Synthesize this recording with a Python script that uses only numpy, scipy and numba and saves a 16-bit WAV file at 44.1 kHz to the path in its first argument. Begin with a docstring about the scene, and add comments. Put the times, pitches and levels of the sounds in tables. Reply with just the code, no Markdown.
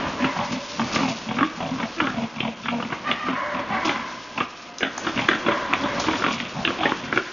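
"""Wild boars run and jostle on dry leaves in a wood.
From the start: near grunts (about 40 throat flaps/s plus fold pulses, ringing throat, mouth and snout),
far hoarse wails, the din of the herd, hooves in the litter. From 0.2 s, hard barks among the flaps.
A twig snaps at 1.2 s. Far squeals at 3-4 s; the wails return at 3.3 s and 5.4 s, washed out by the trees.
Three more twigs snap at 4.8-6 s; grunts and barks go on to the end."""
import sys
import numpy as np
from scipy import signal
from scipy.fft import rfft, irfft
from scipy.io import wavfile
from scipy.ndimage import uniform_filter1d
from numba import njit

SR = 44100
rng = np.random.default_rng(int(sys.argv[2]) if len(sys.argv) > 2 else 0)


def wrap_up_sound(samples):
    """Save the sound to the file named by the first command line argument, as 16-bit audio."""
    columns = np.atleast_2d(samples).T
    # keep every value between -1 and 1, then stretch to whole-number steps
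    tamed = np.clip(columns, -1, 1)
    steps = np.round(tamed * 32767).astype(np.int16)
    wavfile.write(sys.argv[1], SR, steps)


N = 322812
TICKS_S = np.arange(0, N / SR, .001)  # clock of the slow controls
CUTOFF_HZ = 6950

# hard barks: t/s, peak/dB, throat re mouth/dB, rasp re mouth/dB, mouth f/Hz, snout f/Hz, rush decay/s
BARKS = [(0.2447, -7.5, -10, -6.5, 1260, 2500, 0.002), (0.527, -19, -6.5, -18.5, 975, 2500, 0.0054),
         (0.796, -10, -16.5, -12, 903, 3140, 0.0057), (.817, -15, -14.5, -14.5, 1099, 2500, 0.0027),
         (.960, -11, -6, 4, 1100, 2220, 0.0052), (1.31, -19.5, -19, -13.5, 986, 2320, 0.0077),
         (1.387, -13.5, -11.5, -6, 1230, 2320, 0.0021), (1.4085, -10.5, -11, -18, 1164, 2280, 0.0031),
         (1.43, -5.5, -38, -18, 1200, 2240, 0.0048), (1.6046, -18.5, -8.5, -14, 722.5, 2050, 0.0072),
         (1.626, -23.5, -13, -25, 728, 2050, 0.00097), (1.8009, -20.5, -6, -27, 1433, 2310, 0.0025),
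         (1.829, -16.5, -12, -23.5, 1397, 2240, 0.0058), (2.003, -3.5, -15, -1, 1310, 2290, 0.0046),
         (2.071, -12.5, -11, -7.5, 1408, 3080, 0.004), (2.405, -10, 4.5, 17.5, 1082, 2630, 0.0023),
         (2.45, -19, -19, -12, 955, 3040, 0.0067), (2.4765, -23, -13.5, 0.5, 717.5, 2570, .003),
         (2.658, -16, -13, -26, 1380, 2050, 0.0037), (2.685, -11, -15.5, -1, 1154, 2140, 0.0033),
         (2.801, -19, -10, -15.5, 1100, 2340, 0.0049), (2.826, -17, -11, -4.5, 1050, 2490, 0.0042),
         (2.923, -17, -11, -16, 1100, 2260, 0.011), (3.089, -16.5, -13, -3.5, 1208, 2360, 0.00072),
         (3.1142, -4.5, 0, 17.5, 1246, 2359, 0.0022), (3.286, -8.5, -7, -20, 1205, 1996, 0.002),
         (3.894, -9, -7.5, 4, 1200, 2189, 0.0022), (4.3784, -13, -14.5, -1, 900, 2401, 0.005),
         (4.403, -13.5, -11.5, -3, 1450, 2947, 0.0035), (4.409, -9, -12, -31, 1220, 2780, 0.0051),
         (4.808, -14.5, -2.5, 2, 1546, 2500, 0.0039), (4.83, -5, -9, 0, 1597, 2670, .004),
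         (4.849, -14, -11, -11.5, 1485, 2500, 0.0022), (5.068, -11.5, -18.5, -23, 1278, 3190, 0.0051),
         (5.176, -14.5, -8, 0, 1500, 3000, 0.0033), (5.191, -9.5, -3.5, 7.5, 1453, 2150, 0.009),
         (5.2881, 2, -15.5, -7.5, 1582, 3442, 0.0012), (5.3127, -10, -12, -9.5, 1685, 3210, 0.0025),
         (5.332, -13, -13, -13, 1450, 3000, 0.0037), (5.485, -5, -1.5, -36, 1359, 2050, 0.0019),
         (5.729, -9, -35.5, -23, 986, 2213, .002), (5.736, 0.5, -10, 7.5, 1142, 2160, 0.00055),
         (6.041, -12, -5.5, -2, 1030, 3464, 0.0044), (6.085, -9, -8, -23, 850, 2766, 0.0035),
         (6.134, -13.5, -14.5, -6, 1211, 2240, 0.007), (6.2225, -11.5, -12, -15.5, 1392, 2400, 0.0031),
         (6.2406, -8.5, -18.5, -14, 1320, 2260, 0.0065), (6.264, -8.5, -6, -5.5, 1372, 2050, 0.0018),
         (6.283, -13.5, -9, -16, 897, 2320, 0.0069), (6.402, -12.5, -12, 13, 1126, 2220, 0.002),
         (6.6507, -3.5, -13, 8, 1613, 2855, 0.0036), (6.676, -4.5, -5, 7.5, 1235, 2500, 0.002206),
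         (6.705, -16, -5, -17, 1157, 2500, .004), (6.833, -10.5, -18, -3.5, 1100, 3158, 0.0095),
         (6.8554, -6.5, -7.5, -15, 1822, 2007, 0.0096), (6.921, -6.5, -9, -20, 1003, 2050, 0.00091),
         (7.1266, -7, -12, -27, 1398, 2480, 0.0033), (7.1754, -1, -13.5, -7, 1412, 2360, 0.00077)]


def from_db(db):
    """Decibels to gain."""
    return 10 ** (np.asarray(db) / 20)


def unit_rms(x):
    """Scale to unit power."""
    return x / np.sqrt(np.mean(x ** 2) + 1e-20)


def steady(x, size=2200):
    """Hold unit power, averaged over a few flaps."""
    power = uniform_filter1d(uniform_filter1d(x * x, size), size // 2)
    return x / np.sqrt(np.maximum(power, 1e-6 * np.mean(x * x)))


def per_sample(times_s, *curves):
    """Interpolate curves to every sample."""
    return [np.interp(np.arange(N) / SR, times_s, curve) for curve in curves]


def drift(rate_hz):
    """Smooth random curve, spread about 1."""
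    knots = rng.standard_normal(4000)
    return 1.2 * np.interp(np.arange(N) / SR * rate_hz, np.arange(len(knots)), knots)


def cut(x, hz, kind, order=2):
    """Butterworth filter."""
    return signal.sosfilt(signal.butter(order, hz, kind, fs=SR, output="sos"), x + 1e-18)


def lag(x, decay_s):
    """Give each click an exponential tail."""
    return signal.lfilter([1], [1, -np.exp(-1 / (decay_s * SR))], x + 1e-18)


def colour(x, spectrum):
    """Apply a smooth spectrum with rows f/Hz, gain/dB."""
    hz, db = np.transpose(spectrum)
    bins_hz = np.linspace(1, SR / 2, x.shape[-1] // 2 + 1)
    return irfft(rfft(x) * from_db(np.interp(np.log(bins_hz), np.log(hz), db)), x.shape[-1])


def whiten(x):
    """Flatten the spectrum, keep the phase."""
    return irfft(np.exp(1j * np.angle(rfft(x))))


def resonate(x, hz, width_hz):
    """One resonance, unit peak gain."""
    r = np.exp(-np.pi * width_hz / SR)
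    poles = [1, -2 * r * np.cos(2 * np.pi * hz / SR), r * r]
    return signal.lfilter(np.array([1, 0, -1]) * (1 - r * r) / 2, poles, x + 1e-18)


def tract(x, modes):
    """Parallel resonances of alternating sign, rows f/Hz, width/Hz, gain/dB."""
    return sum((-1) ** k * from_db(db) * resonate(x, hz, width_hz)
               for k, (hz, width_hz, db) in enumerate(modes))


@njit
def glide(x, hz, width_hz):
    """Resonance with a moving centre."""
    out, r = np.zeros(len(x)), np.exp(-np.pi * width_hz / SR)
    for i in range(2, len(x)):
        drive = (1 - r * r) / 2 * (x[i] - x[i - 2])
        out[i] = drive + 2 * r * np.cos(2 * np.pi * hz[i] / SR) * out[i - 1] - r * r * out[i - 2]
    return out


def formant(x, hz, width_hz):
    """Three resonances in series, fixed or moving, at steady power."""
    for _ in range(3):
        x = glide(x, hz * np.ones(N), width_hz)
    return steady(x)


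def efforts(calls, release_db_per_s, swell_db=16.5, sag_db_per_s=25, fade_in_s=0.01032):
    """Gain of each call per tick: swell, sagging hold, release."""
    start_s, attack_s, hold_s = np.transpose(calls)[:3, :, None]
    past_peak_s = TICKS_S - start_s - attack_s
    db = swell_db * np.clip(past_peak_s / attack_s, -1, 0)
    db -= sag_db_per_s * np.maximum(past_peak_s, 0)
    db -= release_db_per_s * np.maximum(past_peak_s - hold_s, 0)
    return from_db(db) * np.clip((TICKS_S - start_s) / fade_in_s, 0, 1)


def leading(effort, values):
    """Value of the strongest call per tick, blended in overlaps."""
    return np.average(values * np.ones_like(effort), axis=0, weights=effort ** 4 + 1e-30)


def grunt_controls():
    """Effort drives throat, mouth and rasp gains; pitch and mouth resonance slide in each grunt."""
    # grunts: t/s, attack/s, hold/s, throat/dB, mouth/dB, rasp/dB, edge re rasp/dB, clearness/0-1,
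    # start pitch/Hz, end pitch/Hz, mouth start f/Hz, mouth end f/Hz
    calls = [ (0, .014, 0.064, -24, -30, -38, -10.5, 0.45, 248.2, 224.2, 866, 985),
             (0.198, 0.04, .018, -15, -26.5, -23, -12.5, 0.84, 250.1, 262.2, 1023, 890),
             (0.35, 0.027, 0.054, -26.5, -24, -34, -2, 0.48, 215.2, 222, 733, 825),
             (.483, 0.03, 0.063, -25, -36.5, -35.5, -6.5, 0.52, 224, 262.3, 920, 880),
             (0.771, 0.019, 0.066, -23.5, -31.5, -35, -16.5, 0.63, 255.6, 226.5, 880, 800),
             (0.899, 0.047, 0.055, -22.5, -26.5, -31.5, -10.5, 0.55, 255, 245, 1255, 1120),
             (0.995, 0.034, 0.086, -23, -28, -31.5, -11.5, 0.45, 280, 230, 896, 650),
             (1.259, 0.031, 0.051, -25.5, -33, -34, -3.5, 0.5, 222, 228.3, 560, 520),
             (1.348, .042, 0.032, -20.5, -24.5, -30.5, -8, 0.81, 230.7, 272, 1160, 1231),
             (1.407, 0.027, 0.022, -20.5, -41.5, -34.5, -7, 0.93, 293, 312.3, 1220, 1103),
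             (1.567, 0.036, 0.079, -26, -28, -37, -2, 0.36, 237.4, 225.2, 778, 635),
             (1.684, 0.029, .05, -25.5, -35, -43, -5.5, 0.51, 229.8, 261.7, 850, 999),
             (1.774, 0.029, 0.041, -26, -27, -32.5, -8, 0.54, 290, 234.7, 1240, 700),
             (1.965, 0.0093, .03, -24, -37, -32, -17.5, .9, 351, 320.7, 1334, 1349),
             (1.997, .02, 0.091, -21, -26, -37, -4.5, 0.79, 312, 255.3, 1056, 1325),
             (2.122, .058, .058, -22.5, -30, -35.5, -6.5, 0.7, 245, 223.5, 720, 508.7),
             (2.339, 0.038, .035, -28.5, -38, -34, -9, 0.66, 234.7, 210.5, 1130, 928),
             (2.413, 0.024, .055, -27, -28.5, -34, -4.5, 0.62, 212, 225.3, 857, 561),
             (2.621, 0.034, 0.047, -31, -33, -31.5, -2.5, 0.57, 217.9, 238.8, 1257, 1320),
             (2.706, 0.013, .062, -21, -27, -38, -13.5, .9, 244.1, 234.1, 641.5, 591.4),
             (2.791, 0.018, 0.06, -29.5, -39, -40, -7.5, 0.58, 251, 239.8, 1134, 900),
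             (2.88, 0.037, 0.026, -28, -34, -33.5, -13.5, 0.57, 260, 225.7, 1260, 895),
             (3.046, 0.052, 0.019, -26.5, -26, -47, -14.5, 0.5, 255, 250.4, 1130, 1270),
             (3.234, 0.04, 0.069, -26.5, -27, -33.5, -10, 0.44, 264.1, 245.9, 1220, 1090),
             (3.516, 0.036, 0.049, -28.5, -29, -34, -7, .75, 251.6, 256, 985, 956),
             (3.679, .028, 0.045, -27.5, -30.5, -43.5, -11.5, 0.71, 194.6, 215, 713, 800),
             (3.825, 0.022, .066, -24.5, -24.5, -28, -1, .75, 345, 280, 987, 1182),
             (3.925, 0.021, .05, -34.5, -33, -38, -12, 0.59, 264, 231.5, 1030, 891),
             (4.353, 0.035, 0.034, -29, -26.5, -28.5, -9, 0.43, 280.4, 242.6, 803, 1158),
             (4.803, 0.024, 0.033, -25, -23, -31.5, 1.5, 0.53, 352.2, 291.3, 1693, 1426),
             (5.034, .027, 0.022, -27.5, -25, -30, -2, .4, 355, 315.5, 1162, 1361),
             (5.136, 0.035, .069, -26.5, -27.5, -27.5, -4, 0.24, 302.3, 207, 1254, 800),
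             (5.277, .016, 0.054, -25, -26, -28.5, -5, 0.38, 349.7, 308.4, 1560, 1389),
             (5.425, 0.039, 0.055, -21.5, -23, -28, -3.5, 0.61, 317.3, 326.3, 1065, 1106),
             (5.677, 0.046, .006, -27, -23, -32.5, -14, 0.33, 246.7, 283.6, 1160, 987),
             (5.79, .049, 0.022, -23, -24.5, -34.5, 9, 0.8, 270, 285.5, 1022, 979),
             (5.928, 0.049, .04, -30, -34, -54, -6, 0.37, 219.4, 325, 870, 895),
             (6.031, .043, .085, -28, -29, -29.5, -2, 0.4, 335, 279.2, 853, 978),
             (6.187, .054, .07, -26.5, -24.5, -26.5, -4, 0.28, 351, 270.3, 1332, 1001),
             (6.314, 0.033, .12, -30.5, -38, -32.5, -5, 0.57, 224, 247, 906, 1159),
             (6.539, .02, 0.056, -26, -30.5, -44.5, -15, .5, 198.3, 195.7, 850, 700),
             (6.64, .038, .029, -25.5, -27, -33, -3, 0.53, 326.3, 317.8, 1604, 1050),
             (6.768, 0.04, 0.092, -26.5, -25, -28, -1, 0.59, 328.2, 286.8, 685, 843),
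             (7.003, .036, .047, -32, -40, -39.5, -27.5, 0.3, 239.7, 224, 1596, 1458),
             (7.09, 0.072, 0.015, -22.5, -24.5, -28, -8, 0.46, 291.2, 346.4, 1210, 1321)]
    columns = np.transpose(calls)[:, :, None]
    start_s, attack_s, hold_s, throat_db, mouth_db, rasp_db, edge_db, clear = columns[:8]
    pitch_start_hz, pitch_end_hz, mouth_start_hz, mouth_end_hz = columns[8:]
    effort = efforts(calls, release_db_per_s=430)
    progress = np.clip((TICKS_S - start_s) / (attack_s + hold_s), 0, 1)
    pitch_hz = pitch_start_hz + (pitch_end_hz - pitch_start_hz) * progress
    mouth_hz = mouth_start_hz + (mouth_end_hz - mouth_start_hz) * progress
    gains = [np.sum(effort * from_db(db), axis=0) for db in (throat_db, mouth_db, rasp_db)]
    timbre = [leading(effort, values) for values in (edge_db, clear, pitch_hz, mouth_hz)]
    return per_sample(TICKS_S, *gains, *timbre)


def flaps(rate_hz, jitter, spread_db):
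    """Uneven slow clicks of the throat, in step with the barks."""
    anchors_s = np.array([-.01] + sorted(row[0] for row in BARKS) + [N / SR])
    times_s = np.concatenate([np.linspace(a, b, max(round((b - a) * rate_hz), 1), endpoint=False)
                              for a, b in zip(anchors_s, anchors_s[1:])])
    shift, strength = rng.standard_normal((600, 2))[:len(times_s)].T
    times_s += jitter / rate_hz * shift * ~np.isin(times_s, anchors_s)
    clicks = np.zeros(N)
    clicks[np.clip((times_s * SR).astype(int), 0, N - 1)] = from_db(spread_db * strength)
    return clicks


def puffs(clicks, rise_s, decay_s, air, leak):
    """Each flap is a slap plus a puff of turbulence; some air leaks in between."""
    opening = lag(lag(clicks, decay_s), rise_s)
    turbulence = unit_rms(opening * rng.standard_normal(N))
    return unit_rms(clicks) + air * turbulence + leak * rng.standard_normal(N)


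def vocal_folds(clicks, pitch_hz, rough, jitter=0.07084, overtone_db=-21.5):
    """Hum and pulses; the rougher the grunt, the more each flap swells them and jolts the pitch."""
    swell = cut(lag(clicks, decay_s=0.015), 73, "low")
    swell = swell / np.mean(swell) - 1
    cycles = np.cumsum(pitch_hz * (1 + rough * (jitter * drift(130) + 0.06 * swell))) / SR
    strength = 1 + rough * swell
    hum = np.sin(2 * np.pi * cycles) + from_db(overtone_db) * np.sin(4 * np.pi * cycles)
    pulses = np.diff(np.floor(cycles), prepend=0)
    return steady(strength * hum), steady(strength * pulses)


def grunts():
    """Flaps and fold pulses ring the deep throat, the moving mouth cavity and the snout."""
    # snout and jaw resonances: f/Hz, width/Hz, gain/dB
    snout_modes = [(2250, 400, 0), (2750, 450, -5)]
    throat_gain, mouth_gain, rasp_gain, edge_db, clear, pitch_hz, mouth_hz = grunt_controls()
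    clear = np.clip(clear, 0, 1)
    rough = np.sqrt(1 - clear)
    clicks = flaps(rate_hz=43, jitter=0.19, spread_db=2)
    soft = puffs(clicks, rise_s=0.0011, decay_s=0.0092, air=0.44, leak=0.76)
    harsh = puffs(clicks, rise_s=0.001, decay_s=0.0045, air=2.2, leak=0.8)
    hum, pulses = vocal_folds(clicks, pitch_hz, rough)

    ring = steady(glide(glide(soft, pitch_hz, 54), pitch_hz, 70))
    chest = steady(cut(glide(soft, 0.728 * pitch_hz, 49), 200, "low", order=3))
    throat = from_db(-4.4) * np.sqrt(clear) * hum + rough * (from_db(-2) * ring + from_db(-5) * chest)
    throat = cut(throat, 480, "low", order=4)

    # the folds chop the airflow at the pitch of the hum
    harsh = unit_rms(harsh * np.maximum(1 + 0.36 * hum, 0))
    voiced_share = 0.7 * clear ** 2
    source = np.sqrt(voiced_share) * pulses + np.sqrt(1 - voiced_share) * harsh
    vowel = formant(source, mouth_hz, 300) + from_db(-5) * formant(source, 1.324 * mouth_hz, 280)
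    pharynx = from_db(-6) * formant(source, 622, 440)
    mouth = steady(cut(vowel + pharynx, 300, "high", order=3))

    edge = from_db(edge_db) * formant(harsh, 3320, 820)  # brightness of a tight throat
    rasp = cut(unit_rms(tract(harsh, snout_modes)) + edge, 3850, "low", order=6)
    rasp = steady(cut(rasp, 1600, "high", order=3))
    return throat_gain * throat + from_db(-3.5) * (mouth_gain * mouth + rasp_gain * rasp)


def nasal(x):
    """Nasal side cavities swallow narrow bands of the near voices."""
    # antiresonances: f/Hz, width/Hz
    dips = [(435, 28), (1900, 7.1), (4400, 82)]
    for hz, width_hz in dips:
        x = x - resonate(x, hz, width_hz)
    return x


def wails(jitter=0.045, wander=0.012, waver_db=3):
    """A wavering tone under hoarse air in narrow throat resonances."""
    # far wails: t/s, attack/s, hold/s, hoarse/dB, tone/dB, mouth f/Hz, pitch/Hz
    calls = [(0.0, 0.0083, 0.066, -38, -45, 1076, 572), (0.175, 0.014, 0.14, -29, -38, 948, 580),
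             (0.339, 0.031, 0.11, -36, -46.5, 1012, 565), (0.508, 0.074, 0.17, -44, -45, 1030, 577),
             (3.314, 0.047, 0.24, -27, -37.5, 1061, 590), (3.67, 0.086, 0.3648, -28, -48.5, 1033, 595),
             (5.437, 0.054, 0.13, -27.5, -35.5, 1000, 578), (5.77, 0.081, 0.12, -31.5, -40, 1013, 568)]
    # throat resonances: f/Hz, width/Hz, gain/dB
    throat_modes = [(622, 25, -14), (1030, 44, -7.5), (1610, 230, -17.5), (2050, 180, -18),
                    (2220, 35, -16.5)]
    *_, hoarse_db, tone_db, mouths_hz, pitches_hz = np.transpose(calls)
    effort = efforts(calls, release_db_per_s=124)
    hoarse_gain, tone_gain = per_sample(TICKS_S, from_db(hoarse_db) @ effort, from_db(tone_db) @ effort)
    mouth_hz, pitch_hz = per_sample(TICKS_S, leading(effort, mouths_hz[:, None]),
                                    leading(effort, pitches_hz[:, None]))
    cycles = np.cumsum(pitch_hz * (1 + jitter * drift(160) + wander * drift(14))) / SR
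    tone = np.sqrt(2) * np.sin(2 * np.pi * cycles)
    throat = tract(rng.standard_normal(N), throat_modes)
    mouth = glide(rng.standard_normal(N), mouth_hz * (1 + 2 * wander * drift(8.7)), 60)
    hoarse = steady(cut(cut(throat + from_db(-9.5) * mouth, 640, "high"), 3900, "low"))
    return from_db(-1) * hoarse_gain * hoarse + from_db(1 + waver_db * drift(35)) * tone_gain * tone


def herd():
    """The distant herd blurs into a noise that swells and sinks."""
    # din envelope: t/s, level/dB
    envelope = [(0.0, -16.5), (0.16, -21.5), (0.67, -31), (1.0, -17.5), (1.14, -27.5), (2.0, -29),
                (2.49, -35.5), (3.12, -26), (3.28, -31.5), (3.77, -23), (4.2, -31), (4.83, -35.5),
                (5.02, -24.5), (5.42, -24), (6.12, -18), (6.38, -28.5), (6.85, -22), (7.32, -33.5)]
    # din spectrum: f/Hz, level/dB
    spectrum = [(30, -14.5), (70, -5), (140, -3), (260, 4), (420, -3), (600, 1), (800, -5), (1050, 0.5),
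                (1500, -5.5), (2100, -8), (3100, -12), (4500, -22), (7000, -51.5)]
    level_db, = per_sample(*np.transpose(envelope))
    return from_db(level_db - 10) * unit_rms(colour(rng.standard_normal(N), spectrum))


def leaves(crackles_per_s=2000, spread_db=-1.3, hiss=0.037):
    """Dry leaves crumple in clumps of tiny cracks, louder under each heavy hoof."""
    # hooves stirring the litter: t/s, level/dB
    rustle = [(0.0, -49), (0.12, -48.5), (0.96, -43), (1.38, -51), (2.0, -49), (2.24, -53.5), (3.28, -53.5),
              (3.48, -54.5), (3.75, -56), (3.94, -50.5), (4.67, -54), (4.89, -55), (5.16, -44),
              (5.42, -51.5), (5.67, -50), (6.18, -43.5), (6.46, -49), (7.32, -49)]
    # hooves crushing leaves: t/s, level/dB, decay/s
    crunches = [(0.518, -37, 0.014), (0.924, -35, 0.032), (0.943, -26.5, 0.015), (1.08, -39, 0.029),
                (3.848, -33.5, 0.029), (5.993, -37.5, 0.031), (6.318, -31, 0.014)]
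    # crackle spectrum: f/Hz, level/dB
    spectrum = [(500, -8.5), (1200, -41), (2500, 0.5), (3400, -1.5), (4300, -1.5), (5500, -1.5),
                (6800, -5.5)]
    t = np.arange(N) / SR
    rustle_db, = per_sample(*np.transpose(rustle))
    gain = from_db(rustle_db)
    for start_s, db, decay_s in crunches:
        age_s = t - start_s
        gain += from_db(db) * np.clip(age_s / 0.01, 0, 1) * np.exp(-np.abs(age_s) / decay_s)
    sizes = from_db(spread_db * np.minimum(rng.exponential(1, N), 4)) * rng.choice([-1, 1], N)
    cracks = rng.random(N) < crackles_per_s * from_db(3 * drift(40)) / SR
    grains = unit_rms(sizes * cracks) + hiss * rng.standard_normal(N)
    return gain * unit_rms(cut(colour(grains, spectrum), CUTOFF_HZ, "low", order=6))


def barks(swell_s=0.0012, air=0.16, size=3000, lead=500):
    """The throat slaps open and rings the cavities; a short air rush snaps, a longer one barks."""
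    # narrow cavities that ring on: f/mouth f, width/Hz, gain/dB
    rings = [(.79, 110, 2.5), (0.998, 112, 2.5), (1.27, 135, -7)]
    out, t = np.zeros(N + size), (np.arange(size) - lead) / SR
    *_, throat_hz, _ = grunt_controls()
    for time_s, peak_db, throat_db, rasp_db, mouth_hz, snout_hz, rush_s in BARKS:
        at = int(time_s * SR)
        rush = rng.standard_normal(size) * np.exp(-np.abs(t) / np.where(t < 0, swell_s, rush_s))
        slap = air * rush - (t == 0)
        throat = resonate(resonate(slap, throat_hz[at], 300), throat_hz[at], 530)
        mouth = cut(resonate(resonate(slap, mouth_hz, 230), mouth_hz, 940), 4600, "low")
        ring = tract(slap, [(ratio * mouth_hz, width_hz, db) for ratio, width_hz, db in rings])
        rasp = cut(resonate(resonate(slap, snout_hz, 900), snout_hz, 3300), 3630, "low", order=6)
        bark = unit_rms(unit_rms(mouth) + from_db(-8.5) * unit_rms(ring))
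        bark += from_db(throat_db + 6.5) * unit_rms(throat) + from_db(rasp_db - 2.5) * unit_rms(rasp)
        out[at - lead:at - lead + size] += from_db(peak_db) * bark / np.abs(bark).max()
    return out[:N]


def twigs(decay_s=0.002, size=2000):
    """A dry twig parts: a sharp crack over a woody knock."""
    # snaps: t/s, level/dB, ring f/Hz, knock re crack/dB
    snaps = [(1.187, -23.5, 4090, -8.5), (4.784, -15, 4300, -13.5), (4.978, -11.5, 5900, 3),
             (5.998, -10.5, 5600, 2.5)]
    out = np.zeros(N + size)
    for time_s, level_db, ring_hz, knock_db in snaps:
        at = int(time_s * SR)
        burst = rng.standard_normal(size) * np.exp(-np.arange(size) / SR / decay_s)
        knock = cut(tract(burst, [(700, 220, 0), (1050, 280, 0), (1590, 320, -2)]), 2200, "low")
        crack = cut(resonate(burst, ring_hz, 1900), CUTOFF_HZ, "low", order=6)
        snap = unit_rms(crack) + from_db(knock_db) * unit_rms(knock)
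        out[at:at + size] += from_db(level_db) * snap / np.abs(snap).max()
    return out[:N]


def squeals(jitter=0.032, air=0.35, bend=0.044):
    """Shaky pulses ring a strained throat; the pitch drops as the effort fades."""
    # far squeals: t/s, attack/s, hold/s, level/dB, pitch/Hz
    calls = [(3.032, 0.042, 0.0097, -21.5, 608.4), (3.125, 0.07, 0.14, -29.5, 624),
             (3.683, 0.036, 0.031, -24.5, 388.3), (3.824, 0.054, 0.015, -30, 411.8)]
    # throat resonances: f/Hz, width/Hz, gain/dB
    throat_modes = [(800, 110, 6.5), (1220, 390, 2), (2067, 70, 10), (2500, 900, -7.5)]
    *_, level_db, top_hz = np.transpose(calls)
    effort = efforts(calls, release_db_per_s=171)
    bent_hz = top_hz[:, None] * (1 - bend * (1 - effort))
    gain, pitch_hz = per_sample(TICKS_S, from_db(level_db) @ effort, leading(effort, bent_hz))
    cycles = np.cumsum(pitch_hz * (1 + jitter * drift(170))) / SR
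    pulses = unit_rms(np.diff(np.floor(cycles), prepend=0))
    voice = tract(pulses + air * rng.standard_normal(N), throat_modes)
    return gain * steady(cut(cut(voice, 430, "high"), 3100, "low"))


def wood(x, t60_s=1.85, early_s=0.019, early_db=19):
    """Quick echoes from ground and near trunks, then a long thin scatter from the trees."""
    # echo spectrum: f/Hz, level/dB
    spectrum = [(100, -12), (250, -12.5), (500, -2.5), (1100, -6.5), (2500, -6.5), (4000, -2), (7000, -1)]
    t = np.arange(2 * SR) / SR
    decay = from_db(-60 * t / t60_s) + from_db(early_db) * np.exp(-t / early_s)
    onset = np.clip(t / 0.0092, 0, 1)
    # so many trunks scatter that no single frequency stands out
    echo = colour(whiten(rng.standard_normal(len(t)) * decay * onset), spectrum)
    mid_band = np.abs(rfft(echo))[1400:4000]  # 700-2000 Hz
    return signal.fftconvolve(x, echo / np.sqrt(np.mean(mid_band ** 2)))[:N]


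def widen(x, scatter_s=0.0027):
    """Short scatter from the sides reaches left and right with opposite signs."""
    # stereo width: f/Hz, side re middle/dB
    spectrum = [(60, -17), (150, -28), (300, -26), (600, -22), (1500, -20.5), (3000, -19.5), (6000, -15)]
    t = np.arange(SR // 4) / SR
    echo = whiten(rng.standard_normal(len(t)) * t * np.exp(-t / scatter_s))
    side = colour(signal.fftconvolve(x, echo)[:N], spectrum)
    return x + side * np.array([[1], [-1]])


def scene():
    """Near and far animals, all straight ahead, in the scatter of the wood."""
    near = nasal(grunts())
    snaps = nasal(barks()) + from_db(-3.5) * twigs()
    far = from_db(-1) * (from_db(-2.5) * squeals() + wails())
    din = herd()
    litter = from_db(6.5) * leaves()
    echoes = wood(from_db(-4) * near + from_db(-7.5) * snaps + far)
    return widen(near + snaps + far + din + litter + echoes)


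def record(dry):
    """Round the peaks, cut the treble steeply."""
    rounded = 0.95 * np.tanh(dry / 0.95)
    return signal.sosfilt(signal.ellip(12, 0.2, 75, CUTOFF_HZ, fs=SR, output="sos"), rounded)


dry = scene()
out = record(dry)
wrap_up_sound(out)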